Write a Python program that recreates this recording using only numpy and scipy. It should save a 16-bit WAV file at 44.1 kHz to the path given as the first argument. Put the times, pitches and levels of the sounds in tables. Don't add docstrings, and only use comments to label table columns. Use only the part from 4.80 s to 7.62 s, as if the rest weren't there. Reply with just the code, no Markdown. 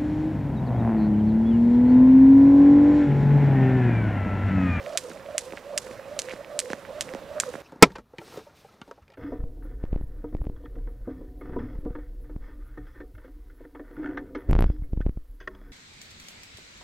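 import sys
import numpy as np
from scipy import signal
from scipy.fft import rfft, irfft
from scipy.io import wavfile

SR = 44100
rng = np.random.default_rng(int(sys.argv[2]) if len(sys.argv) > 2 else 0)


def attenuation_scalar(level_db):
    decades = np.asarray(level_db, float) / 20
    return 10 ** decades


def wrap_up_sound(samples):
    columns = np.atleast_2d(samples).T
    tamed = np.clip(columns, -1, 1)
    steps = np.round(tamed * 32767).astype(np.int16)
    wavfile.write(sys.argv[1], SR, steps)


N = 124362


def rms_one(x):
    return x / np.sqrt(np.mean(x ** 2) + 1e-20)


def at_hz(points, hz):
    table = np.array(points)
    return np.interp(np.log(hz), np.log(table[:, 0]), table[:, 1])


def drift(hz):
    r = np.exp(-2 * np.pi * hz / SR)
    wander = signal.lfilter([1], [1, -2 * r, r * r], rng.standard_normal(N + SR))
    return rms_one(wander[SR:])


def band(x, low_hz, high_hz):
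    sos = signal.butter(2, [low_hz, min(high_hz, 0.45 * SR)], "band", fs=SR, output="sos")
    return signal.sosfilt(sos, x)


def ring(x, hz, width_hz):
    r, w = np.exp(-np.pi * width_hz / SR), 2 * np.pi * hz / SR
    return signal.lfilter([0, np.sin(w)], [1, -2 * r * np.cos(w), r * r], x + 1e-18)


# frequency in Hz, level in dB per Hz.
AIR_SPECTRUM = [(25, -16.5), (60, -11.5), (256, -10.5), (900, -13), (1940, -18.5), (8360, -42),
                (16000, -36.5)]
# frequency in Hz, correlation from -1 to 1.
AIR_LIKENESS = [(25, .4), (70, .55), (250, .96), (8000, .9)]


def air():
    AIR_DB, TOGETHER_DB, PATCH_DB = -49.5, 1.2, 1.53
    out, together = 0, drift(1.8)
    edges = 22 * 2 ** np.arange(0, 9.6, 0.5)
    white = rng.standard_normal((2, 2, N))
    for k, (low, high) in enumerate(zip(edges, edges[1:])):
        mid, side = band(white[k % 2], low, high)
        hz = np.sqrt(low * high)
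        alike = np.clip(at_hz(AIR_LIKENESS, hz), -1, 1)
        stereo = np.sqrt(1 + alike) * mid + np.sqrt(1 - alike) * side * [[1], [-1]]
        level_db = at_hz(AIR_SPECTRUM, hz) + TOGETHER_DB * together + PATCH_DB * drift(11)
        out = out + attenuation_scalar(level_db) * stereo
    return attenuation_scalar(AIR_DB) * rms_one(out)


def trees(hits):
    NEAR_DB, NEAR_T60_S = -6, 0.022
    FAR_DB, FAR_T60_S = -27, 0.79
    LOW_HZ, HIGH_HZ, GRAIN_DB = 3100, 9547, 2.5
    t = np.arange(SR) / SR
    fade = attenuation_scalar(NEAR_DB - 60 * t / NEAR_T60_S) + attenuation_scalar(FAR_DB - 60 * t / FAR_T60_S)
    fade = fade * (t > 0.004) / 10
    power = signal.fftconvolve(band(hits, LOW_HZ, HIGH_HZ) ** 2, fade ** 2)[:N]
    level = np.sqrt(np.abs(power))
    mid, side = rng.standard_normal((2, N))
    wash = band(mid + 0.48 * side * [[1], [-1]], LOW_HZ, HIGH_HZ)
    return level * attenuation_scalar(GRAIN_DB * drift(120)) * wash


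def ticks():
    PER_S, TICK_DB = 45, -33
    sizes = attenuation_scalar(TICK_DB + 4 * np.minimum(rng.exponential(1, N), 2))
    sizes = sizes * (rng.random(N) < PER_S / SR)
    return band(sizes * rng.choice([-1, 1], N), 830, 2800)


# start in seconds, length in
# seconds, level in dB.
SCUFF_EVENTS = [
    (-0.014, 0.21, -55.5),
    (0.29, 0.039, -52.5),
    (0.751, 0.054, -57),
    (1.095, 0.051, -55.5),
    (1.486, 0.072, -53),
    (1.884, 0.061, -50),
    (2.285, 0.13, -80),
    (2.723, 0.049, -64.5),
]


def scuffs():
    t = np.arange(N) / SR
    grains = rng.standard_normal(N) * attenuation_scalar(4 * drift(250))
    drag = 0
    for s, length, db in SCUFF_EVENTS:
        drag = drag + attenuation_scalar(db) * np.sin(np.pi * np.clip((t - s) / length, 0, 1))
    return drag * rms_one(band(grains, 398, 6400))


# start in seconds, peak level in dB, reference pitch in Hz (the push settles at 0.7 of
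THUD_EVENTS = [(0.303, -35.5, 265), (0.315, -37, 263), (0.723, -35.5, 310), (0.7348, -29.5, 345),
               (1.109, -36.5, 260), (1.5354, -30.5, 281), (1.903, -29, 252.7), (1.9317, -26.5, 287),
               (2.338, -30, 291.2), (2.3498, -27, 316), (2.741, -30.5, 330), (2.754, -33, 255.8)]


def thuds():
    START_SHARE, FALL_S, SETTLE_SHARE, RINGS = 3.5, 0.0013, 0.7, 1.3
    out, t = np.zeros(N + SR), np.arange(2000) / SR
    for s, db, hz in THUD_EVENTS:
        cycles = SETTLE_SHARE * hz * (t + START_SHARE * FALL_S * (1 - np.exp(-t / FALL_S)))
        i = int(s * SR)
        out[i:i + len(t)] -= attenuation_scalar(db + 3.5 - 10 * t * hz / RINGS) * np.sin(2 * np.pi * cycles)
    return band(out[:N], 87, 2300)


def knocks(rows, cycles):
    ROUGH_DB = -8
    out, noise = np.zeros(N + SR), rng.standard_normal((len(rows), 4000))
    for (s, db, hz), rough in zip(rows, noise):
        u = np.arange(min(int(3 * cycles / hz * SR), 4000)) * hz / SR
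        i = int((s - 0.59 / hz) * SR)
        burst = rms_one(band(rough, 1.2 * hz, 1.27 * hz))[:len(u)]
        wave = np.sin(2 * np.pi * u) + attenuation_scalar(ROUGH_DB) * burst
        out[i:i + len(u)] += attenuation_scalar(db + 7.5 - 30 * u / cycles) * (1 - np.exp(-u / 0.27)) * wave
    return out[:N]


# peak time in seconds, peak level in dB, pitch in Hz.
TAP_EVENTS = [(0.0631, -30, 2270), (.3022, -40.5, 2320), (.3158, -36, 1480), (.3736, -40, 2150),
              (.3975, -40.5, 1700), (.4614, -38, 2406), (0.5097, -40.5, 1706), (0.7068, -39, 2510),
              (0.7239, -32.5, 2230), (0.7736, -27.5, 2075), (.7772, -33, 1587), (0.7824, -38.5, 2430),
              (.8694, -63, 1675), (1.0706, -37.5, 1723), (1.1127, -36, 2128), (1.197, -36.5, 1677),
              (1.4556, -48.5, 2000), (1.4871, -27.5, 1890), (1.4953, -34, 2315), (1.4975, -35, 2360),
              (1.5028, -40, 2020), (1.5046, -35, 2520), (1.5091, -29, 2220), (1.5132, -28, 2270),
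              (1.5265, -34.5, 1570), (1.5361, -33, 1580), (1.5633, -39, 1910), (1.6468, -34.5, 2430),
              (1.8176, -34.5, 1953), (1.8582, -35, 1940), (1.9029, -28, 1730), (1.9213, -37, 2300),
              (1.9332, -19.5, 1630), (2.0517, -33, 1767), (2.2858, -39.5, 2182), (2.2911, -31.5, 2002),
              (2.3377, -32.5, 1860), (2.3487, -36.5, 2583), (2.5832, -34.5, 1513), (2.6359, -22.5, 1292),
              (2.7393, -32, 1720), (2.7543, -31.5, 1483), (2.758, -35, 1711)]
# peak time in seconds, peak level in dB, pitch in Hz.
GRIT_EVENTS = [(.287, -39, 6480), (0.2958, -33.5, 9450), (.2978, -36, 6192), (0.3343, -38, 7165),
               (.7239, -40, 5970), (.7824, -43, 5535), (1.4953, -37, 6540), (1.5265, -50, 4500),
               (1.5361, -47, 6500), (1.9028, -35, 5684), (1.9213, -35.5, 6400), (1.9328, -27.5, 6100),
               (2.3376, -35, 5500), (2.3487, -33.5, 6296), (2.7354, -36, 9560), (2.7393, -38.5, 6584)]


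def feet():
    return knocks(TAP_EVENTS, cycles=3.8) + knocks(GRIT_EVENTS, cycles=2.8) + thuds() + scuffs()


SLAP_TIMES = [
    -.23,
    .1745,
    .581,
    .9775,
    1.391,
    1.7914,
    2.2092,
    2.6005,
    3.0,
]
# share of the turn from 0 to 1, pitch in Hz, level in dB.
TURN_TONE = [(0, 595.2, -47.5), (0.058, 507.6, -53.5), (0.219, 494.8, -49), (0.448, 573.8, -49.5),
             (0.62, 530.2, -54.5), (.78, 586.9, -47), (1, 612.7, -45.5)]
# peak time in seconds, peak level in dB, pitch in Hz, length in seconds.
EDDY_SWELLS = [(0.007, -33.5, 541.7, 0.014), (0.048, -38.5, 525, 0.015), (0.075, -30.5, 592.7, 0.02),
               (0.104, -29.5, 622, 0.0076), (0.138, -33, 581.4, 0.022), (0.157, -28, 705, 0.0068),
               (0.251, -37.0, 496.0, 0.022), (0.287, -39.5, 532, 0.0087), (0.356, -39.5, 620, 0.011),
               (0.462, -39, 542.2, 0.013), (0.489, -30.5, 622, 0.006), (0.551, -29.0, 576, 0.01),
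               (0.628, -42, 485.4, 0.012), (0.679, -34, 512.2, 0.015), (0.871, -40.5, 562.2, 0.029),
               (0.897, -41, 585.2, 0.013), (0.939, -31.5, 555, 0.022), (0.97, -36.5, 600.5, 0.014),
               (1.065, -37.0, 521.6, 0.014), (1.092, -42, 505.7, 0.018), (1.196, -35.5, 536.0, 0.0085),
               (1.245, -48, 523, 0.032), (1.283, -40, 542.2, 0.015), (1.316, -43, 609, 0.015),
               (1.369, -33.5, 591.6, 0.0083), (1.393, -35, 547, 0.018), (1.486, -35, 521.2, 0.017),
               (1.509, -38, 523.5, 0.025), (1.593, -38.0, 568, 0.013), (1.61, -33.5, 591, 0.0061),
               (1.72, -33.5, 598.2, 0.013), (1.743, -36.5, 554.3, 0.01), (1.764, -33.5, 593.6, 0.021),
               (1.787, -39, 605.3, 0.03), (1.848, -38.5, 496.7, 0.034), (1.882, -39, 526.5, 0.022),
               (1.912, -31, 531, 0.011), (2.1, -33.5, 545, 0.021), (2.129, -39, 620, 0.013),
               (2.153, -40.5, 576.3, 0.028), (2.194, -40.5, 624, 0.027), (2.275, -42, 504.7, 0.073),
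               (2.321, -35.5, 523.7, 0.015), (2.374, -40.5, 555.0, 0.027), (2.423, -35.5, 571, 0.0055),
               (2.517, -35.5, 584.4, 0.025), (2.573, -30, 604.4, 0.023), (2.666, -33.5, 543, 0.0091),
               (2.687, -32.5, 504, 0.021), (2.786, -40.5, 554.6, 0.016)]


def whistle():
    TONE_WIDTH_HZ, SWISH_DB, BRIGHT_SWISH_DB, WISP_DB = 49.4, -14, -17.5, 2.4
    WOBBLE_RADIANS, SWELL_OVERTONE_DB, LINK_DB = 0.62, -18, 3
    t = np.arange(N) / SR
    turn = np.interp(t, SLAP_TIMES, np.arange(len(SLAP_TIMES))) % 1
    share, hz, db = np.transpose(TURN_TONE)
    pitch, level = np.interp(turn, share, hz), attenuation_scalar(np.interp(turn, share, db))
    phase = 2 * np.pi * np.cumsum(pitch) / SR

    tone = 0
    for ratio, partial_db in ((1, 0), (2, -18), (1.17, -9)):
        width = TONE_WIDTH_HZ * ratio
        blurred = drift(width) * np.cos(ratio * phase) + drift(width) * np.sin(ratio * phase)
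        tone = tone + attenuation_scalar(partial_db) * blurred
    swish = attenuation_scalar(SWISH_DB + WISP_DB * drift(14)) * rms_one(band(rng.standard_normal(N), 300, 3300))
    swish += attenuation_scalar(BRIGHT_SWISH_DB) * rms_one(band(rng.standard_normal(N), 2300, 9900))

    wobble = WOBBLE_RADIANS * drift(60)
    s, db, hz, length = np.transpose(EDDY_SWELLS)[:, :, None]
    spread = length * np.where(t < s, 0.48, 0.62)
    power = attenuation_scalar(2 * db) * np.exp(-((t - s) / spread) ** 2)
    link = attenuation_scalar(LINK_DB) * level ** 2
    total = power.sum(axis=0) + link
    glide_hz = ((power * hz).sum(axis=0) + link * pitch) / total
    glide = 2 * np.pi * np.cumsum(glide_hz) / SR
    orderly = np.sin(glide + wobble) + attenuation_scalar(SWELL_OVERTONE_DB) * np.sin(2 * glide + 3 * wobble)
    return level * (tone + swish) + np.sqrt(total) * orderly


# time in seconds, peak level in dB.
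ROPE_CONTACTS = [(0.1745, -3), (0.1753, -17), (0.1762, -16), (0.1771, -21), (0.1782, -19), (0.179, -13),
                 (0.1795, -20), (0.1829, -20), (0.1844, -18), (0.1856, -25), (0.581, -3), (0.5828, -16),
                 (0.5921, -23), (0.5955, -24), (0.9776, -4), (0.978, -12), (0.9787, -14), (0.98, -18),
                 (0.9805, -12), (0.982, -23), (0.9836, -16), (0.986, -20), (1.3912, -10), (1.3919, -11),
                 (1.3929, -16), (1.3948, -20), (1.3963, -18), (1.3977, -18), (1.3982, -18), (1.3995, -21),
                 (1.4184, -26), (1.4191, -18), (1.7915, -4), (1.7922, -19), (1.7932, -19), (1.794, -20),
                 (1.7956, -21), (1.7966, -14), (1.798, -22), (1.7995, -22), (1.8005, -18), (1.8021, -11),
                 (2.2093, -7), (2.2103, -18), (2.2108, -17), (2.2121, -18), (2.2127, -22), (2.2132, -20),
                 (2.2161, -24), (2.2171, -24), (2.2223, -26), (2.2235, -21), (2.6007, -3), (2.6019, -7),
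                 (2.6027, -20), (2.6045, -19), (2.6076, -16), (2.6082, -20), (2.6119, -25), (2.6252, -31)]
# length in seconds, level in dB, crack pitch in Hz, crack width in Hz,
# body pitch in Hz.
SLAP_RATTLE = [
    (0.013, -20.5, 7060, 3500, 3900),
    (0.0095, -21.5, 7560, 2700, 2860),
    (0.0067, -12.5, 7200, 3900, 1900),
    (0.01, -22.5, 6830, 2300, 3850),
    (0.014, -25.5, 7920, 2250, 4900),
    (0.014, -25, 7200, 3830, 3400),
    (0.0079, -15.5, 7700, 2540, 2450),
]


def slaps():
    CRACK_DB, BODY_DB, BODY_WIDTH_HZ, CONTACT_LOSS_DB = 3, -10.5, 2300, 2
    RATTLE_PER_S, FADE_DB, SPREAD_DB = 8000, 8, 3
    t, hits, out = np.arange(N) / SR, np.zeros(N), 0
    sizes = attenuation_scalar(SPREAD_DB * np.minimum(rng.exponential(1, N), 3) - 6)
    sizes = sizes * (rng.random(N) < RATTLE_PER_S / SR) * rng.choice([-1, 1], N)
    s, db = np.transpose(ROPE_CONTACTS)
    hits[(s * SR).astype(int) - 4] = attenuation_scalar(db - CONTACT_LOSS_DB * (db < -9))
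    for start, (length, db, hz, width_hz, body_hz) in zip(SLAP_TIMES[1:], SLAP_RATTLE):
        share = (t - start) / length
        fade_db = FADE_DB * np.clip(share, 0, 1) + 20 * np.clip(share - 1, 0, 4)
        onset = (t > start - 0.002) * np.where(share > 0, 1, 0.2)
        clicks = sizes * attenuation_scalar(db - fade_db - 6) * onset
        clicks = (clicks + hits) * (abs(t - start) < 0.1)
        crack = ring(clicks, hz, width_hz)
        out = out + crack + attenuation_scalar(BODY_DB) * ring(clicks, body_hz, BODY_WIDTH_HZ)
    return -attenuation_scalar(CRACK_DB) * band(band(out, 1320, 10800), 1330, 13400)


def scene():
    hits = slaps() + feet() + ticks()
    return hits + whistle() + trees(hits) + air()


def top_cut(x):
    return signal.sosfilt(signal.butter(12, 16480, fs=SR, output="sos"), x)


# frequency in Hz, level in dB, lag in radians.
LEFT_MICROPHONE = [(400, -4.7, 0), (1100, -6.6, 0), (2600, -6.6, 0), (5000, -3.3, .2), (9000, -5, 1.1),
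                   (11500, -11, .7), (13500, -14, .2)]


def record(dry):
    RIGHT_DB, HISS_DB, WHINE_HZ, WHINE_DB = 4, -65.5, 15734, -73
    CEILING, CUTOFF_HZ = 1.1, 16450
    hz = np.maximum(np.fft.rfftfreq(N, 1 / SR), 1)
    points, _, lag = np.transpose(LEFT_MICROPHONE)
    response = attenuation_scalar(at_hz(LEFT_MICROPHONE, hz)) * np.exp(-1j * np.interp(hz, points, lag))
    left = irfft(rfft(dry[0]) * response, N)
    hiss = attenuation_scalar(HISS_DB) * rms_one(band(rng.standard_normal(N), 5700, 22000))
    hiss += attenuation_scalar(WHINE_DB) * np.sin(2 * np.pi * WHINE_HZ * np.arange(N) / SR)
    x = attenuation_scalar(RIGHT_DB) * np.array([left, dry[1]]) + hiss * [[-0.25], [1]]
    x = CEILING * np.tanh(x / CEILING)
    mix = signal.sosfilt(signal.cheby2(8, 40, CUTOFF_HZ, fs=SR, output="sos"), x)
    return top_cut(mix)


dry = scene()
out = record(dry)
wrap_up_sound(out)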